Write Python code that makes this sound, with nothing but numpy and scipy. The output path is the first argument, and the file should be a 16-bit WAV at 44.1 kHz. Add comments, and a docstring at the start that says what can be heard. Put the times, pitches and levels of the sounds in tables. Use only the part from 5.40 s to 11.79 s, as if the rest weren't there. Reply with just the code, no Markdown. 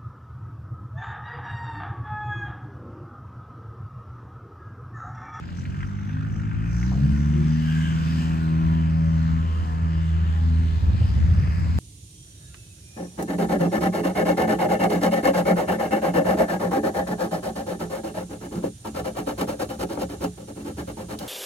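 """Tow plane taking off

A light tow plane, off to the left on a grass airfield, runs up to full power and rolls away.
Its two-blade propeller drones in steady tones and rasps with hiss chopped once a blade; short cracks,
one a blade, mark the low speeds. The geared four-cylinder engine hums beside it as a row of sines.
Gusts rumble as low noise on the ports of a hand-held phone, with surges of low tone, knocks and ticks."""
import sys
import numpy as np
from scipy import signal
from scipy.fft import rfft, irfft, next_fast_len
from scipy.io import wavfile
from scipy.ndimage import uniform_filter1d

SR = 44100
rng = np.random.default_rng(int(sys.argv[2]) if len(sys.argv) > 2 else 0)


def bounce(signal):
    """Save signal as a 16-bit WAV file at the path given by the first command-line argument."""
    frames = np.transpose(np.atleast_2d(signal))
    limited = np.clip(frames, -1, 1)
    pcm = np.round(limited * 32767).astype(np.int16)
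    wavfile.write(sys.argv[1], SR, pcm)


N = 281710
SIZE = next_fast_len(N)
BINS = np.arange(SIZE // 2 + 1) * SR / SIZE  # Hz
TIME = np.arange(N) / SR  # seconds
PASSAGES = N // 400  # more random draws than there are blade passages


def undb(db):
    """Gain of a level in dB."""
    return 10 ** (np.asarray(db) / 20)


def unit(x):
    """Scaled to rms 1."""
    return x / np.sqrt(np.mean(x ** 2))


def curves(table):
    """Every column of a table after the first, drawn as straight lines between its times."""
    s, *columns = np.transpose(table)
    return [np.interp(TIME, s, column) for column in columns]


def across(table, hz):
    """A spectrum read on a logarithmic frequency axis."""
    f, value = np.transpose(table)
    return np.interp(np.log(hz + 1), np.log(f), value)


def bell_gain(bins, hz, octaves):
    """Bell-shaped filter on a logarithmic frequency axis."""
    return np.exp(-(np.log2((bins + 1) / hz) / octaves) ** 2)


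def band(x, hz, octaves):
    """Sound filtered to one bell-shaped band."""
    return irfft(rfft(x, SIZE) * bell_gain(BINS, hz, octaves), SIZE)[..., :N]


def bell(s, length):
    """A smooth rise and fall in time about s."""
    return np.exp(-((TIME - s) / length) ** 2)


def walk(rate):
    """Random levels held 1 / rate seconds and smoothed twice; spread near 1."""
    k = int(SR / rate)
    steps = np.repeat(rng.standard_normal(N // k + 1), k)
    return 1.3 * uniform_filter1d(uniform_filter1d(steps, k), k)[:N]


def tone(turns, phase, flutter_db, wander):
    """A sine of rms near 1 whose level and phase are stirred by the air it crosses."""
    level = np.sqrt(2) * undb(flutter_db * walk(14))
    return level * np.cos(2 * np.pi * turns + phase + wander * walk(14))


def bursts(rows, octaves, t60, snap):
    """A sharp snap with a short noise tail that falls 60 dB in t60 seconds, each in its own band."""
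    rise_s = .002
    out, size = np.zeros(N + SR), 8192
    age, bins = np.arange(size) / SR, np.arange(size // 2 + 1) * SR / size
    for s, db, hz in rows:
        tail = np.exp(-np.log(1000) * age / t60) * np.clip(age / rise_s, 0, 1)
        push = rng.standard_normal(size) * tail
        push[int(rise_s * SR)] += snap
        burst = irfft(rfft(push) * bell_gain(bins, hz, octaves), size)
        burst = undb(db) * burst / np.abs(burst).max()
        # the end is left out, where the filter wraps round
        out[int(s * SR):int(s * SR) + size] += burst * (age < .9 * age[-1])
    return out[:N]


CRACKLE_FADES_HZ = 62.8  # blade rate at which low-speed roughness and weak cracks end
IDLE_ROUGH = .4  # extra flutter of the low tones at the lowest speed, as a share
# upper overtones: base level at first and at full power, rise from and to, hold until, then fade
BUZZ_IDLE_DB, BUZZ_FULL_DB, BUZZ_RISE_S = -76, -57.5, (1.07, 2.9)
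BUZZ_HOLDS_TO_S, BUZZ_FADE_DB_PER_S = 3.3, 1.5
BUZZ_PATCHY_DB = 1.3  # each overtone comes and goes
# The upper overtones' colour. Each row: frequency in Hz, level in dB over the base level.
UPPER_COLOUR = [(300, 19.5), (380, 11.5), (480, -4), (570, 1), (700, -1), (950, 2.5), (1150, 5), (1350, -2),
                (1700, -5.5), (2200, -12)]
# Single overtones that stand out for a while.
# Each row: multiple of the blade rate, middle in seconds, length in seconds, rise in dB.
STANDOUTS = [(6, 1.05, .3, 10.5), (7, .5, 0.13, 7), (9, 2.88, 0.088, 10.5), (13, 3.05, .2, 3),
             (18, 3.05, 0.11, 11.5), (12, 4.3, .15, 6.5), (6, 4.2, 0.23, 8.5), (7, 3.67, 0.11, 7),
             (8, 4.25, 0.18, 3), (8, 2.679, 0.22, 4.5), (9, 4.3, 0.068, 11), (9, 4.75, 0.073, 7.5),
             (10, 5, 0.066, 12), (11, 4.35, 0.11, 10), (12, 3.346, 0.093, 11.5), (13, 4.1, .25, 9.5),
             (15, 6.1, .2, 3), (17, 3.2, .08, 4), (18, 4, 0.11, 5.5)]
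# Level change of the steady low drone from the gust on, where the surges carry much of its pitch.
# Each row: time in seconds, change in dB.
DRONE_LEVEL = [(5.38, 0.5), (5.43, -12), (5.73, -14), (6.06, -2.5), (6.14, -5), (6.2, -5.5), (6.236, -5.5),
               (6.26, -4.5)]


def propeller(blade_hz, turns, levels_db):
    """Low tones in step, one pressure pulse a blade, and weaker overtones that fade with distance."""
    rough = 1 + IDLE_ROUGH * np.interp(blade_hz, (blade_hz.min(), CRACKLE_FADES_HZ), (1, 0))
    low = 0
    for order, db in enumerate(levels_db, 1):
        low = low + undb(db) * tone(order * turns, 0.25, .9 * rough, 0.22 * rough)
    upper = 0
    for order in range(6, 27):
        db = across(UPPER_COLOUR, order * blade_hz) + BUZZ_PATCHY_DB * walk(7)
        for standout_order, s, length, rise_db in STANDOUTS:
            if standout_order == order:
                db = db + rise_db * bell(s, length)
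        upper = upper + undb(db) * tone(order * turns, 2 * np.pi * rng.random(), 1.5, .3)
    buzz_db = np.interp(TIME, BUZZ_RISE_S, (BUZZ_IDLE_DB, BUZZ_FULL_DB))
    buzz_db = buzz_db - BUZZ_FADE_DB_PER_S * np.clip(TIME - BUZZ_HOLDS_TO_S, 0, None)
    return undb(curves(DRONE_LEVEL)[0]) * low + undb(buzz_db) * upper


RASP_DB_PER_OCTAVE = 2  # the lowest rasp rises with blade rate
CHOP_FULL, CHOP_IDLE = 0.34, 0.52  # chop depth 0-1 at the highest and lowest blade rate
SWELL_OCTAVES = 0.15  # width of a hiss swell
# How the rasp rises and falls; only the changes about each column's average are heard.
# Each row: time in seconds, level in dB of the middle, of the lower treble, of the upper treble.
RASP_LEVELS = [(0.0, -57, -59.5, -64.5), (0.23, -59.5, -55.5, -60.5), (0.44, -45, -52.5, -62.5),
               (0.46, -56, -59.5, -62.5), (0.85, -50, -58.5, -63.5), (0.91, -55.5, -63, -65),
               (1.24, -49, -55.5, -60.5), (1.39, -49, -59, -55), (1.97, -49, -52.5, -56),
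               (2.4, -45, -50.5, -50), (2.74, -47, -50, -52.5), (2.81, -46.5, -45.5, -48),
               (3.09, -49.5, -54, -56.5), (4.57, -52, -54.5, -58), (4.88, -52.5, -52, -55),
               (5.05, -56, -54, -57), (6.37, -48, -56.5, -55.5), (6.39, -46, -53.5, -46.5)]
# Where the four level curves act: centres in Hz for the speed-driven low rasp, then those three levels.
RASP_HZ = [800, 1650, 2900, 4600]
# The rasp's colour. Each row: frequency in Hz, level in dB relative to the other rows.
RASP_COLOUR = [(250, 12), (450, -2), (700, -4), (1000, -1), (1400, 1.5), (1700, -1.5), (2100, -4),
               (2400, -5.5), (2800, -4), (3150, -5.5), (3500, -11), (4400, -16), (5300, -12), (6200, -16),
               (7300, -20), (8500, -20.5), (11600, -30.5), (15000, -36)]
# Brief swells of hiss. Each row: middle in seconds, length in seconds, centre in Hz, rise in dB.
HISS_SWELLS = [(0.747, 0.82, 1378, 8), (0.107, 0.22, 4270, 8.5), (0.192, 0.035, 5980, 15.5),
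               (0.611, 0.58, 6040, 4.5), (0.958, 0.068, 6140, 11), (1.41, 0.13, 6300, 15.5),
               (1.486, 0.04, 4390, 7.5), (2.134, 0.031, 5400, 7.5), (2.312, 0.047, 2780, 7.5),
               (2.471, 0.087, 2880, 10.5), (2.751, 0.16, 1740, 3), (2.834, 0.054, 2830, 5.5),
               (3.875, 0.11, 4510, 12), (5.202, 0.4, 4150, 3.5), (5.392, 0.096, 3120, 1.5),
               (5.199, 0.5, 3600, 5.5), (5.696, 0.13, 4700, 8.5), (6.054, 0.17, 1800, 4.5),
               (6.062, 0.16, 2365, 5), (4.776, .1, 2260, 5), (4.853, 0.18, 3160, 1),
               (6.206, 0.19, 4540, 11)]
# How alike the rasp is in the left and right channels.
# Each row: frequency in Hz, likeness from 0 to 1.
ALIKE = [(200, 0.77), (500, 0.096), (800, 0.087), (1200, 0.48), (2800, 0.69), (3900, 0.14), (4600, 0.82),
         (5200, 0.27), (6300, 0.47), (8800, 0.92), (9200, 1), (15000, 1)]


def rasp(blade_hz, turns):
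    """Turbulent hiss, chopped by each blade and patchy from band to band; a shared and an unshared part."""
    passage = turns.astype(int)
    levels_db = [RASP_DB_PER_OCTAVE * np.log2(blade_hz), *curves(RASP_LEVELS)]
    swing_db = np.array([db - db.mean() for db in levels_db])
    depth = np.interp(blade_hz, (blade_hz.min(), blade_hz.max()), (CHOP_IDLE, CHOP_FULL))
    common_db = rng.standard_normal(PASSAGES)[passage]
    flicker_db = walk(9)  # the treble flickers as a whole
    out = 0
    for hz in 260 * 2 ** np.arange(0, 6, 1 / 4):
        # no two blade passages alike; the treble is chopped less
        own_db = np.clip(rng.standard_normal(PASSAGES), -2, 1.5)[passage]
        size = undb(1.5 * common_db + 5.0 * own_db)
        puff = 0.63 * size * np.sin(np.pi * (turns % 1) ** 0.87) ** 4
        chopped = np.clip(depth * min(1., (2500 / hz) ** 0.091), 0, 1)
        swell_db = 0
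        for s, length, f, db in HISS_SWELLS:
            swell_db = swell_db + db * bell(s, length) * np.exp(-(np.log2(hz / f) / SWELL_OCTAVES) ** 2)
        # blend the two nearest level curves
        place = np.interp(np.log(hz), np.log(RASP_HZ), np.arange(len(RASP_HZ)))
        weight = np.clip(1 - np.abs(place - np.arange(len(RASP_HZ))), 0, 1)
        patchy_db = 2.12 * walk(8) + 0.73 * min(hz / 4000, 1) * flicker_db
        level_db = across(RASP_COLOUR, hz) + weight @ swing_db + swell_db + patchy_db
        noise = band(rng.standard_normal((2, N)) * (1 - chopped + chopped * puff), hz, .17)
        alike = np.clip(across(ALIKE, hz), 0, 1)
        out = out + undb(level_db) * noise * np.sqrt([[1 + alike], [1 - alike]])
    return undb(-46.5) * unit(out)


CRACKLE_DB, CRACKLE_SCATTER_DB = -39, 1.5  # peak level of the weak cracks before the ports
CRACK_HZ, CRACK_SPREAD = 1390, .1  # centre, and its random spread as a share
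# Blade cracks placed one by one, mostly louder than the rest.
# Each row: start in seconds, peak level in dB before the ports.
PLACED_CRACKS = [(0.038, -34.5), (0.0878, -31.5), (0.252, -33.5), (.343, -31), (0.4045, -28.5),
                 (0.4282, -26.5), (0.486, -36.5), (0.692, -33), (0.7275, -34.5), (0.7674, -31),
                 (.848, -33.5), (.996, -32.5), (1.0331, -32.5), (1.051, -34.5), (1.113, -28.5),
                 (1.2404, -39.5), (1.259, -37), (1.365, -34), (1.428, -27)]


def cracks(blade_hz, turns):
    """At low speed each blade cracks: short snaps of noise, the placed ones mostly louder than the rest."""
    at = np.flatnonzero(np.diff(turns.astype(int)))
    at = at[blade_hz[at] < CRACKLE_FADES_HZ]
    # no weak crack within half a passage of a placed one
    gap_s = np.abs(at[:, None] / SR - np.transpose(PLACED_CRACKS)[0]).min(axis=1)
    at = at[gap_s > .5 / blade_hz[at]]
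    weak = zip(at / SR, CRACKLE_DB + CRACKLE_SCATTER_DB * rng.standard_normal(PASSAGES))
    rows = list(PLACED_CRACKS) + list(weak)
    centres = CRACK_HZ * (1 + CRACK_SPREAD * rng.standard_normal(PASSAGES))
    return bursts([(s, db, hz) for (s, db), hz in zip(rows, centres)], 0.7, 0.035, 7.)


RING_HZ, RING_DB = 1597, -61.5  # centre; base gain outside the swell
RING_SWELL_DB, RING_SWELL_S, RING_LENGTH_S = 19, 2.4, 0.16  # rise, middle, half length
RING_HISS = .7  # hiss added to each unit of strike


def ring(turns):
    """Each blade passage strikes a narrow resonance anew; its swell holds before it falls."""
    passage = turns.astype(int)
    size = undb(1.5 * rng.standard_normal(PASSAGES))[passage]
    strike = unit(band(np.diff(passage, prepend=0) * size, RING_HZ, 0.13))
    hiss = unit(band(rng.standard_normal(N), RING_HZ, 0.056))
    swell = np.exp(-((TIME - RING_SWELL_S) / RING_LENGTH_S) ** 4)
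    return undb(RING_DB + RING_SWELL_DB * swell) * (strike + RING_HISS * hiss)


GEAR_FIRINGS = 2.267  # firings per blade passage
# The engine's tones. Each row: multiple of the firing rate, level in dB before the throttle curve.
EXHAUST = [(.25, -49.5), (.5, -60.5), (.75, -54), (1, -38), (1.5, -60.5), (2, -58.5), (3, -74.5)]
# The throttle curve. Each row: time in seconds, change of exhaust level in dB.
THROTTLE = [(0, -28), (.8, -20.5), (1.5, 5.5), (2.2, 1), (3, -4.5), (4, -8.5), (5, -6), (6.39, -16)]


def engine(turns):
    """Firing tone with its overtones and the sub-tones of unequal cylinders, geared to the propeller."""
    hum = sum(undb(db) * tone(GEAR_FIRINGS * order * turns, 0, 5.2, 0.55) for order, db in EXHAUST)
    return undb(curves(THROTTLE)[0]) * hum


# Phase between left and right channel. Each row: frequency in Hz, radians by which the left leads.
PHASE_LEAD = [(0, 0.06), (1550, 4.4), (1810, 6.79), (2410, 6.38), (3360, 8.13), (4740, 6.65), (6290, 12.23),
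              (6630, 11.9), (8180, 11.44), (9040, 9.6), (10900, 8.81), (11800, 5.92), (14000, 5.76),
              (14600, 2.52)]
# Balance of the two channels. Each row: frequency in Hz, left minus right in dB.
TILT = [(120, -0.1), (300, 2.3), (650, -0.5), (1000, 4.5), (1400, -7.5), (1750, 5.5), (2400, 2.5),
        (3100, 1), (4200, 6.5), (5300, 0), (6900, 1.5), (7600, 1), (9000, 0.5)]


def ports(both, apart):
    """The plane is off to the left: the left channel leads in phase, and the two differ in colour."""
    hz, lead = np.transpose(PHASE_LEAD)
    turn = np.exp(.5j * np.interp(BINS, hz, lead)) * undb(across(TILT, BINS) / 2)
    left = rfft(both + apart, SIZE) * turn
    right = rfft(both - apart, SIZE) / turn
    return irfft([left, right], SIZE)[:, :N]


# Wind on the ports.
# Each row: time in seconds, rumble level in dB, level in dB of the upper part over the rumble.
WIND = [(0, -44.5, 4.5), (.4, -39, 0), (1.0, -32.5, -6), (1.35, -34, -5), (1.7, -35, 1.5), (2.2, -41, 1.5),
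        (2.8, -41, 7.5), (3.2, -33, -10.5), (3.8, -32, -6), (4.5, -35, -12), (4.8, -34.5, -7.5),
        (5.1, -30, -11), (5.35, -30.5, -11), (5.5, -28.5, -4), (5.9, -25.5, -3.5), (6.15, -30, -5),
        (6.39, -28, -4)]


def wind():
    """Turbulent air rumbles in lumps under the surges; part is shared, part opposite at the two ports."""
    rumble_db, upper_db = curves(WIND)
    low = unit(band(rng.standard_normal((2, N)), 69.0, 0.74))
    upper = unit(band(rng.standard_normal((2, N)), 148.0, 0.65))
    lumps_db = 2.0 * np.tanh(walk(13))
    both, apart = undb(rumble_db + lumps_db) * (low + undb(upper_db) * upper)
    return both + surges() + 0.77 * band(apart, 120., 1.8) * np.array([[1], [-1]])


PUFF_DB = -34  # noise on top of a surge, relative to its tone
# Short surges of low tone, mostly near the drone's pitch, as the gust breaks it up.
# Each row: start in seconds, length in seconds, peak level in dB, frequency in Hz.
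SURGES = [(5.419, 0.04, -11.5, 82), (5.468, 0.044, -10.5, 78.3), (5.517, 0.047, -14, 95.4),
          (5.561, .04, -26.5, 78), (5.602, 0.031, -9.5, 92.6), (5.637, 0.024, -9.5, 86),
          (5.678, 0.041, -14.5, 81.06), (5.721, 0.026, -23, 79.4), (5.748, 0.049, -13.5, 69.7),
          (5.805, 0.061, -13.5, 80), (5.88, 0.026, -12.5, 85), (5.904, 0.032, -11.5, 87.47),
          (5.938, 0.032, -20, 97), (5.97, 0.023, -11, 81), (5.992, 0.031, -15, 94),
          (6.022, 0.032, -16, 138.6), (6.072, 0.038, -13, 77.6), (6.16, .045, -18.5, 79.4),
          (6.232, 0.047, -17, 81)]


def surges():
    """Each a short swell of low tone with a puff of noise on top, as the gust breaks up the drone."""
    out, air = np.zeros(N), unit(band(rng.standard_normal(N), 380, 1.05))
    for s, length, db, hz in SURGES:
        age = TIME - s
        swell = np.sin(np.pi * np.clip(age / length, 0, 1))
        out += undb(db) * swell * (np.sin(2 * np.pi * hz * age) + undb(PUFF_DB) * air)
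    return out


# Dull knocks close to the phone that rattle away, then low ticks of wind in the gust.
# Each row: start in seconds, peak level in dB, centre in Hz.
KNOCKS_AND_TICKS = [(1.517, -32, 690), (1.535, -37, 560), (1.552, -36, 519.5), (1.572, -36, 420),
                    (1.595, -41, 398), (1.645, -44, 420), (5.488, -42, 680), (5.62, -41, 476),
                    (5.95, -43, 600), (6.07, -39, 520), (6.262, -42, 570)]


def knocks_and_ticks():
    """Short bursts of low-pitched noise, the same at both ports."""
    return bursts(KNOCKS_AND_TICKS, .8, .09, 3.)


# The propeller's speed and its drone.
# Each row: time in seconds, blade rate in Hz, then the levels of the first five tones in dB.
PROPELLER = [(0, 41.86, -57, -39, -52, -41.5, -56), (.2, 44.58, -53, -34.5, -43, -40, -50),
             (.32, 46.6, -49, -35, -36.5, -41.5, -54), (.46, 48.65, -45, -33.5, -37.5, -40.5, -49),
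             (.65, 50.46, -49, -35, -42, -35, -51), (.76, 51.7, -55, -28.5, -30, -45, -38),
             (.98, 53, -49, -33, -34, -38, -49.5), (1.08, 53.52, -46, -31, -35.5, -39.5, -42.5),
             (1.17, 54.2, -35.5, -31, -33, -39.5, -49), (1.24, 55.03, -33, -30.5, -31.5, -40, -42),
             (1.34, 57.13, -28.5, -29, -31.5, -59, -52), (1.48, 62.84, -25.5, -28, -26, -51, -43.5),
             (1.63, 67.6, -27.5, -23, -28, -36, -59), (1.74, 71.27, -23.5, -27.5, -25.5, -39.5, -61),
             (2.06, 78, -28, -20.5, -30, -46, -59), (2.13, 78.1, -29.5, -21, -26.5, -50, -55.5),
             (2.59, 80.77, -30, -25, -39.5, -51.5, -64), (2.78, 81.24, -28.5, -25.5, -34.5, -48, -61),
             (3.13, 81.3, -31, -23, -34, -41, -56), (3.32, 81.4, -26, -21.5, -32, -43.5, -58),
             (3.68, 81.23, -23.5, -21, -39.5, -57.5, -63), (3.98, 81.2, -24.5, -25.5, -35.5, -52, -70.5),
             (4.18, 81.24, -23, -45, -52, -57, -55), (4.24, 81.16, -25.5, -46, -42.5, -60, -70),
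             (4.28, 81.2, -25, -34, -42.5, -53, -63), (4.46, 81.4, -24, -28, -42, -69, -58),
             (4.53, 80.9, -25.5, -26.5, -48.5, -48.5, -67), (4.7, 81.2, -23, -28, -48.5, -56, -63),
             (4.77, 81.45, -21.5, -29.5, -59, -51, -55), (4.92, 80.9, -22.5, -35.5, -45, -59.5, -63.5),
             (5.1, 81.1, -18.5, -29.5, -36, -61, -60), (5.22, 81.06, -19.5, -31, -36.5, -46.5, -60),
             (5.35, 80.9, -20, -34.5, -51, -57, -52), (5.38, 81, -22.5, -40, -53, -57, -58.5),
             (5.8, 81.2, -19, -28, -44, -53, -61), (6.15, 81.15, -18.5, -29, -54, -55, -57),
             (6.39, 81.1, -18.5, -30, -46, -54, -64)]


def scene():
    """Plane through the air to the ports; wind, knocks and ticks directly on them."""
    blade_hz, *levels_db = curves(PROPELLER)
    turns = np.cumsum(blade_hz) / SR  # blade passages so far
    both, apart = rasp(blade_hz, turns)
    both = both + propeller(blade_hz, turns, levels_db) + cracks(blade_hz, turns)
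    both = both + ring(turns) + engine(turns)
    return ports(both, apart) + wind() + knocks_and_ticks()


def record(dry):
    """The phone cuts the deepest bass, rounds the loudest peaks and cuts the top above 15100 Hz."""
    body = signal.sosfilt(signal.butter(2, 35, "high", fs=SR, output="sos"), dry)
    body = .7 * np.tanh(body / .7)
    return signal.sosfilt(signal.ellip(8, .2, 70, 15100, fs=SR, output="sos"), body)


dry = scene()
out = record(dry)
bounce(out)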